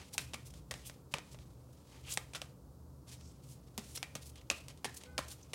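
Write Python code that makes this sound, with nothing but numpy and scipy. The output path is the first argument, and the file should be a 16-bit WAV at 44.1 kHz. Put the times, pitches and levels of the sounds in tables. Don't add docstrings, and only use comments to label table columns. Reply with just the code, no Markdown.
import sys
import numpy as np
from scipy import signal
from scipy.fft import rfft, irfft
from scipy.io import wavfile
from scipy.ndimage import uniform_filter1d

SR = 44100
rng = np.random.default_rng(int(sys.argv[2]) if len(sys.argv) > 2 else 0)


def to_wav(s):
    ch = np.atleast_2d(s).T
    pcm = np.round(np.clip(ch, -1, 1) * 32767)
    wavfile.write(sys.argv[1], SR, pcm.astype(np.int16))


N = 244314
TIME_S = np.arange(N) / SR
HIT_SIZE = 8192

# t/s, click/dB, tilt/(dB/octave), contact scatter/s,
# packet knock f/Hz, gain/dB, card flex f/Hz, gain/dB, card corner f/Hz, gain/dB,
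# skid/dB (before tilt), ring/dB, rustle/dB (before overall handling gain)
LANDINGS = [(0.1802, -5.5, 1.8, 0.003, 1500, 12, 2560, 12, 9200, 4, -48, -57, -52.5),
            (0.3425, -16, 0.1, 0.0053, 1180, 6, 2540, 11, 10700, 6, -54, -74, -62),
            (0.7106, -12.5, 1.3, 0.0068, 500, 18, 1900, 13.5, 7830, -1, -54, -57.5, -53),
            (1.1394, -8, -3, 0.0026, 514, 12.5, 2670, 13.5, 10300, 9.5, -53, -71, -71),
            (2.174, -7.5, 0, 0.00062, 796, 12.5, 1930, 16.5, 8400, 9, -61, -79, -67),
            (2.3487, -16, 0.3, 0.016, 555, 10, 1400, 18, 3630, 10.5, -43, -60, -58.5),
            (2.4171, -15.5, -0.5, 0.002, 557, 13, 2940, 9, 3480, 4, -61, -72, -80),
            (3.7787, -12.5, 3, 0.00045, 830, 19.5, 1540, -6, 8800, -1, -49, -79, -54.5),
            (4.0291, -9.5, -1, 0.00047, 770, 5.5, 2400, 11, 5500, -2, -68, -61, -72),
            (4.1531, -15.5, 2.4, 0.0035, 630, 17, 1260, 15, 6340, 6.5, -51.5, -72, -68),
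            (4.5009, -5.5, -2.1, 0.002, 576, 5, 2610, 15.5, 6770, 15, -41, -46.5, -48),
            (4.845, -8, -2.3, 0.01, 870, 6, 1750, 9.5, 10000, 12.5, -44, -53.5, -54),
            (5.1799, -5, -1.5, 0.0065, 830, 7.5, 1650, 10, 4700, 6.5, -44, -53.5, -52),
            (5.5335, -10, -1.5, 0.021, 440, 7, 1930, 4, 10500, 8, -50, -67, -67)]
# t/s, click/dB, tilt/(dB/octave), contact scatter/s
FLICKS = [(0.3346, -13.5, -2, 0.0071), (0.5387, -27.5, -0.5, 0.0062), (0.74, -16.5, -2, 0.001),
          (0.8977, -20.5, -2, 0.0004), (1.1846, -16, -3, 0.00021), (1.3456, -27, -5, 0.0035),
          (1.3883, -31.5, -2.5, 0.0015), (2.335, -19.5, -1, 0.008), (2.3551, -17.5, -1.5, 0.0047),
          (3.2107, -33.5, -1, 0.00074), (4.357, -28, 0.2, 0.0082), (4.6835, -22, 2, 0.002),
          (4.775, -35.5, 1, 0.0017), (5.0364, -22, -0.5, 0.0014)]
# knock f/Hz, gain/dB, flex f/Hz, gain/dB, corner f/Hz, gain/dB
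FLICK_MODES = (590, 4.6, 1900, 3.1, 7800, 2.8)
# f/Hz, level/dB
SNAP_COLOUR = [(100, -29), (400, -4), (900, -1.5), (1500, -4), (2500, 0.5), (5000, -0.5), (9000, -4),
               (12000, -13), (16000, -22)]
BEND_HZ, BEND_DB = 1190, 2
OVERTONE, OVERTONE_SHARE = 1.9, 0.35
NEAR_ECHO_S = 0.000338
SMEAR_S = 0.0018

# t/s, hollow of hand level/dB, nominal f/Hz, palm thump level/dB, nominal f/Hz
SLAPS = [(0.1921, -37.5, 1950, -60, 263), (0.344, -36, 1124, -48, 230), (0.7169, -38, 583, -64, 200),
         (1.141, -32, 1217, -39.5, 163), (1.142, -37.5, 490, -54, 160), (2.176, -37, 545, -48.5, 177),
         (2.352, -51, 500, -59, 200), (2.422, -43.5, 614, -57.5, 256), (3.783, -35.5, 403, -35, 200),
         (4.157, -40, 260, -50, 200), (4.5115, -32, 600, -42.5, 283), (4.854, -31.5, 424, -60, 248),
         (5.1898, -28, 561, -44.5, 272)]
# multiple of its f, level/dB relative to slap, t60/s
HOLLOW_MODES = [(1, -2, 0.024), (1.9, -1, 0.017)]
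PALM_T60_S = 0.065

# t/s (fastest moment), level/dB before tilt, swell/s, tilt/(dB/octave)
SLIDES = [(0.015, -55.5, 0.039, -7.5), (0.142, -44.5, 0.009, 2.7), (0.218, -50, 0.022, 0),
          (0.472, -56, 0.016, 3), (0.507, -57, 0.005, 0.5), (0.581, -62.5, 0.044, -1),
          (0.875, -51.5, 0.019, 6), (1.126, -57, 0.011, -1), (1.17, -54, 0.025, -9.5),
          (1.33, -58, 0.018, 0.5), (1.42, -65.5, 0.023, -4), (1.734, -66, 0.0052, 2.5),
          (1.965, -63, 0.058, -7), (2.085, -53.5, 0.025, -4.5), (2.124, -42, 0.029, 1.5),
          (2.14, -43.5, 0.005, 6), (3.095, -55.5, 0.019, -1.5), (3.137, -53.5, 0.029, -0.5),
          (3.444, -65, 0.019, 1), (3.525, -61, 0.051, 3.5), (3.925, -60.5, 0.083, 3), (3.96, -43, 0.01, 3),
          (3.976, -41.5, 0.0045, -3), (4.229, -54, 0.012, 0), (4.274, -57.5, 0.027, 4),
          (4.299, -56, 0.0064, 2.5), (4.384, -61, 0.014, -3.5), (4.415, -59, 0.0043, -5),
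          (4.706, -54.5, 0.017, -5), (4.948, -53.5, 0.0054, 3.5), (4.974, -49, 0.0092, 3.5),
          (5.018, -57, 0.014, -4.5), (5.061, -58.5, 0.0095, -6.5), (5.286, -50, 0.005, 2.5),
          (5.322, -50, 0.022, 2.5)]
# t/s (fastest moment), level/dB, swell/s, f/Hz
SCRAPES = [(0.153, -51.5, 0.0063, 790), (0.868, -58.5, 0.023, 3020), (2.052, -57, 0.0074, 2800),
           (2.105, -51, 0.034, 2700), (2.123, -36.5, 0.0036, 6760), (3.29, -69.5, 0.08, 7500),
           (3.275, -67, 0.11, 5500), (3.977, -42, 0.0024, 5630), (4.038, -48.5, 0.007, 2090),
           (4.39, -65, 0.038, 3220), (5.433, -57.5, 0.0062, 6150)]
# f/Hz, level/(dB per Hz)
SLIDE_COLOUR = [(150, -29), (400, -7.5), (900, -12), (1500, -13.5), (2600, -6), (4500, -3.5), (8000, -4),
                (11000, -8), (14000, -16), (16000, -19)]
SCRAPE_Q = 4.4
FADE_S, FADE_SWELL_S, FADE_POWER = 0.01, 0.012, 0.62
SKID_DELAY_S = 0.012
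SKID_SWELL_S, SKID_FADE_S, SKID_TILT_DB_PER_OCTAVE = 0.0061, 0.013, -4.5
RING_SWELL_S, RING_FADE_S, RING_WIDTH_HZ = 0.006, 0.046, 260

# t/s, level/dB
HANDLING = [(0, -54), (0.45, -71), (0.66, -74), (0.9, -58.5), (1.05, -79), (1.27, -60.5), (1.6, -70.5),
            (2.05, -57), (2.45, -72), (2.6, -85), (3.0, -83), (3.2, -61.5), (3.4, -67.5), (3.7, -68.5),
            (3.9, -65.5), (4.1, -69), (5.15, -67), (5.54, -61.5)]
SETTLE_DELAY_S, SETTLE_SWELL_S, SETTLE_FADE_S = 0.053, 0.027, 0.065

HORN_HZ = [501, 824, 1002, 1236, 1503, 2062, 2472]
HORN_DB = [-61, -70, -81, -75, -65.5, -78, -82]
# t/s, level/dB
HORN_LEVEL = [(5.03, -24), (5.07, -2), (5.10, -2), (5.16, 1), (5.24, -19), (5.33, -5)]

# f/Hz, nominal width/Hz, rms level/dB before level curve
DRONE = [(58.1, 4.6, -65.5), (74.2, 7.4, -61), (95, 38, -69), (124.2, 7.4, -61), (142, 5.1, -65.5),
         (174.3, 11, -68.5)]
# t/s, level/dB
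DRONE_LEVEL = [(0, 1), (0.7, 3.5), (1.1, -2), (1.45, 4.5), (1.75, -3), (2.1, 1), (5.54, -0.4)]
# f/Hz, level/(dB per Hz)
AIR = [(100, 8), (180, -1), (280, 0.5), (380, -7.5), (500, -6), (700, -14.5), (1000, -15.5), (1350, -21),
       (1700, -31), (2200, -37), (3200, -36), (4500, -30.5), (7000, -30.5), (15000, -32.5)]
AIR_DB = -61.5

# f/Hz, t60/s
ROOM_T60 = [(150, 0.18), (600, 0.43), (2000, 0.3), (6000, 0.324), (15000, 0.32)]
# f/Hz, level/dB
ROOM_COLOUR = [(120, -2.5), (500, -14.5), (1200, -9.5), (2300, -8.5), (4500, -16.5), (9000, -16.5),
               (15000, -11.5)]
CUTOFF_HZ = 15900


def snaps(packet_q=7.8, flex_q=9.8, corner_q=8.4, reflection=0.2, sharp=0.65, spread=0.59,
          flutter_db=-3.5, flutter_s=0.007, ring_share=0.34):
    near, around = np.zeros(N), np.zeros(N)
    hz, t = bins(HIT_SIZE), np.arange(HIT_SIZE) / SR
    fade = np.cos(np.pi / 2 * t / t[-1]) ** 2
    echo = 1 + reflection * np.exp(-2j * np.pi * hz * NEAR_ECHO_S)
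    blows = list(LANDINGS) + [(*flick, *FLICK_MODES) for flick in FLICKS]
    for blow in blows:
        s, db, tilt_db, scatter_s = blow[:4]
        packet_hz, packet_db, flex_hz, flex_db, corner_hz, corner_db = blow[4:10]

        touches = rng.standard_normal(HIT_SIZE) * np.exp(-t / (spread * scatter_s))
        first_touch = sharp * np.exp(-scatter_s / SMEAR_S) * (t == 0)
        contact = rfft(touches / np.linalg.norm(touches) + first_touch)
        contact /= causal(np.sqrt(uniform_filter1d(np.abs(contact) ** 2, size=41)))

        flutter = friction(HIT_SIZE, grain_db=1.0, grain_s=0.00041) * np.exp(-t / flutter_s)
        flutter = from_db(flutter_db) * rfft(flutter / np.linalg.norm(flutter))

        tilt = tilted(hz, tilt_db, pivot_hz=2920, lowest_hz=500)
        colour = causal(from_db(db + at_hz(SNAP_COLOUR, hz)) * tilt)

        modes = [(packet_hz, packet_db, packet_q),
                 (BEND_HZ, BEND_DB, packet_q),
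                 (flex_hz, flex_db, flex_q),
                 (OVERTONE * flex_hz, OVERTONE_SHARE * flex_db, flex_q),
                 (corner_hz, corner_db, corner_q)]
        ring = 1
        for mode_hz, mode_db, q in modes:
            ring = ring * (1 + (from_db(mode_db) - 1) * resonance(hz, mode_hz, q))
        blurred = causal(np.abs(ring) ** ring_share)

        add(near, s, fade * irfft(colour * (contact * ring * echo + flutter * blurred)))
        add(around, s, fade * irfft(colour * contact * blurred))
    return near, around


def slaps(crackle_db=-7.5, crackle_s=0.0021, sag=0.27):
    out, t = np.zeros(N), np.arange(HIT_SIZE) / SR
    for s, slap_db, hollow_hz, palm_db, palm_hz in SLAPS:
        modes = [(hollow_hz * multiple, slap_db + db, t60_s) for multiple, db, t60_s in HOLLOW_MODES]
        modes.append((palm_hz, palm_db, PALM_T60_S))
        for mode_hz, db, t60_s in modes:
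            pitch_hz = mode_hz * (1 + sag * (2 * np.exp(-t / t60_s * 2) - np.sqrt(2)))
            thud = np.sin(2 * np.pi * np.cumsum(pitch_hz) / SR) * from_db(-60 * t / t60_s)
            crackle = coloured(rng.standard_normal(HIT_SIZE), 1 / (1 + bins(HIT_SIZE) / 2500))
            crackle = crackle * np.exp(-t / crackle_s)
            add(out, s, from_db(db) * (thud + from_db(crackle_db) * crackle))
    return out


def slides():
    out, size = np.zeros(N), 4 * HIT_SIZE
    hz, t = bins(size), (np.arange(size) - size / 2) / SR
    colour = from_db(at_hz(SLIDE_COLOUR, hz))
    hisses, songs = strokes()
    for s, db, swell_s, fade_s, tilt_db in hisses:
        hiss = coloured(friction(size, grain_db=2.5, grain_s=0.00061), colour)
        hiss = irfft(rfft(hiss) * tilted(hz, tilt_db, pivot_hz=4600, lowest_hz=1400))
        add(out, s + t[0], from_db(db) * stroke(t, swell_s, fade_s) * hiss)
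    for s, db, swell_s, fade_s, mode_hz, width_hz in songs:
        mode = resonance(hz, mode_hz, mode_hz / width_hz / np.sqrt(2)) ** 2
        song = coloured(friction(size, grain_db=2.5, grain_s=0.0029), mode)
        add(out, s + t[0], from_db(db) * stroke(t, swell_s, fade_s) * song)
    return out


def strokes():
    hisses = [(s, db, swell_s, fade_of(swell_s), tilt_db) for s, db, swell_s, tilt_db in SLIDES]
    songs = [(s, db, swell_s, fade_of(swell_s), hz, hz / SCRAPE_Q) for s, db, swell_s, hz in SCRAPES]
    for landing in LANDINGS:
        peak_s, flex_hz = landing[0] + SKID_DELAY_S, landing[6]
        skid_db, ring_db = landing[10:12]
        hisses.append((peak_s, skid_db, SKID_SWELL_S, SKID_FADE_S, SKID_TILT_DB_PER_OCTAVE))
        songs.append((peak_s, ring_db, RING_SWELL_S, RING_FADE_S, flex_hz, RING_WIDTH_HZ))
    return hisses, songs


def stroke(t, swell_s, fade_s, fade_shape=1.12):
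    return np.exp(-np.where(t < 0, (t / swell_s) ** 2, np.abs(t / fade_s) ** fade_shape))


def fade_of(swell_s):
    return FADE_S * (swell_s / FADE_SWELL_S) ** FADE_POWER


def friction(size, grain_db, grain_s):
    grains = rms_one(uniform_filter1d(rng.standard_normal(size), max(1, round(grain_s * SR))))
    return rng.standard_normal(size) * from_db(grain_db * grains)


def handling(level_db=-8.0):
    tilt = tilted(bins(N), tilt_db=-2.5, pivot_hz=5000, lowest_hz=1500)
    colour = from_db(at_hz(SLIDE_COLOUR, bins(N))) * tilt
    motion, t = from_db(in_time(HANDLING)), np.arange(SR) / SR
    for s, *_, rustle_db in LANDINGS:
        settling = stroke(t - SETTLE_DELAY_S, SETTLE_SWELL_S, SETTLE_FADE_S)
        add(motion, s, from_db(rustle_db) * settling)
    rustle = coloured(friction(N, grain_db=3.0, grain_s=0.013), colour)
    return from_db(level_db) * motion * rustle


def room(x, first_wall_s=0.0095, build_s=0.0015):
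    size = 4 * HIT_SIZE
    t, hz, tail = np.arange(size) / SR, bins(size), 0
    white = rfft(rng.standard_normal(size))
    onset = 1 - np.exp(-np.maximum(t - first_wall_s, 0) / build_s)
    for centre_hz in 125 * 2 ** np.arange(8):
        octave = np.maximum(0, 1 - np.abs(np.log2((hz + 1) / centre_hz)))
        decay = onset * np.exp(-np.log(1000) * t / at_hz(ROOM_T60, centre_hz))
        band_gain = from_db(at_hz(ROOM_COLOUR, centre_hz))
        tail = tail + irfft(white * octave) * decay / np.linalg.norm(decay) * band_gain
    return signal.fftconvolve(x, tail)[:N]


def horn(brassiness=0.7, waver_db=4.5):
    out, blow_db = np.zeros(N), in_time(HORN_LEVEL)
    for hz, db in zip(HORN_HZ, HORN_DB):
        waver = coloured(rng.standard_normal(N), np.exp(-bins(N) / 15))
        partial_blow_db = blow_db * (hz / HORN_HZ[0]) ** brassiness
        gain = from_db(db + partial_blow_db + waver_db * waver)
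        out += gain * np.sqrt(2) * np.sin(2 * np.pi * (hz * TIME_S + rng.random()))
    return out * (TIME_S > HORN_LEVEL[0][0]) * (TIME_S < HORN_LEVEL[-1][0])


def motor():
    hz, out = bins(N), np.zeros(N)
    for centre_hz, width_hz, db in DRONE:
        band = rumble_cut(hz) / (1 + ((hz - centre_hz) / width_hz * np.sqrt(2)) ** 2)
        out += from_db(db + in_time(DRONE_LEVEL)) * coloured(rng.standard_normal(N), band)
    return out


def air(bass_edge_hz=140):
    hz = bins(N)
    bass_cut = hz ** 2 / (hz ** 2 + bass_edge_hz ** 2)
    colour = rumble_cut(hz) * from_db(at_hz(AIR, hz)) * bass_cut
    return from_db(AIR_DB) * coloured(rng.standard_normal(N), colour)


def rumble_cut(hz, edge_hz=50):
    return 1 / np.sqrt(1 + (edge_hz / (hz + 1)) ** 10)


def from_db(db):
    return 10 ** (np.asarray(db) / 20)


def rms_one(x):
    return x / np.sqrt(np.mean(x ** 2) + 1e-20)


def in_time(rows):
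    return np.interp(TIME_S, *np.transpose(rows))


def at_hz(points, hz):
    knots, values = np.transpose(points)
    return np.interp(np.log(np.maximum(hz, 1)), np.log(knots), values)


def bins(size):
    return np.fft.rfftfreq(size, 1 / SR)


def tilted(hz, tilt_db, pivot_hz, lowest_hz):
    return from_db(tilt_db * np.log2(np.maximum(hz, lowest_hz) / pivot_hz))


def causal(gain):
    cepstrum = irfft(np.log(gain + 1e-9))
    half = len(cepstrum) // 2
    folded = np.r_[cepstrum[0], 2 * cepstrum[1:half], cepstrum[half]]
    return np.exp(rfft(folded, len(cepstrum)))


def resonance(hz, centre_hz, q):
    damping = 1j * hz * centre_hz / q
    return damping / (centre_hz ** 2 - hz ** 2 + damping)


def coloured(x, gain):
    return rms_one(irfft(rfft(x) * gain, len(x)))


def add(out, start_s, sound):
    at = round(start_s * SR)
    first, last = max(at, 0), min(at + len(sound), N)
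    if last > first:
        out[first:last] += sound[first - at:last - at]


def scene(snap_room_db=2.0, side_db=-64.0, side_noise_db=-93.0):
    edges, edges_around = snaps()
    thuds, rustle = slaps(), slides() + handling()
    into_room = from_db(snap_room_db) * edges_around + thuds + rustle
    mid = edges + thuds + rustle + room(into_room) + horn() + motor() + air()
    side = from_db(side_db) * room(into_room) + from_db(side_noise_db) * rng.standard_normal(N)
    return np.array([mid + side, mid - side])


def record(dry):
    thin = signal.sosfilt(signal.butter(4, 42, "high", fs=SR, output="sos"), dry)
    return signal.sosfilt(signal.ellip(10, .2, 70, CUTOFF_HZ, fs=SR, output="sos"), thin)


dry = scene()
out = record(dry)
to_wav(out)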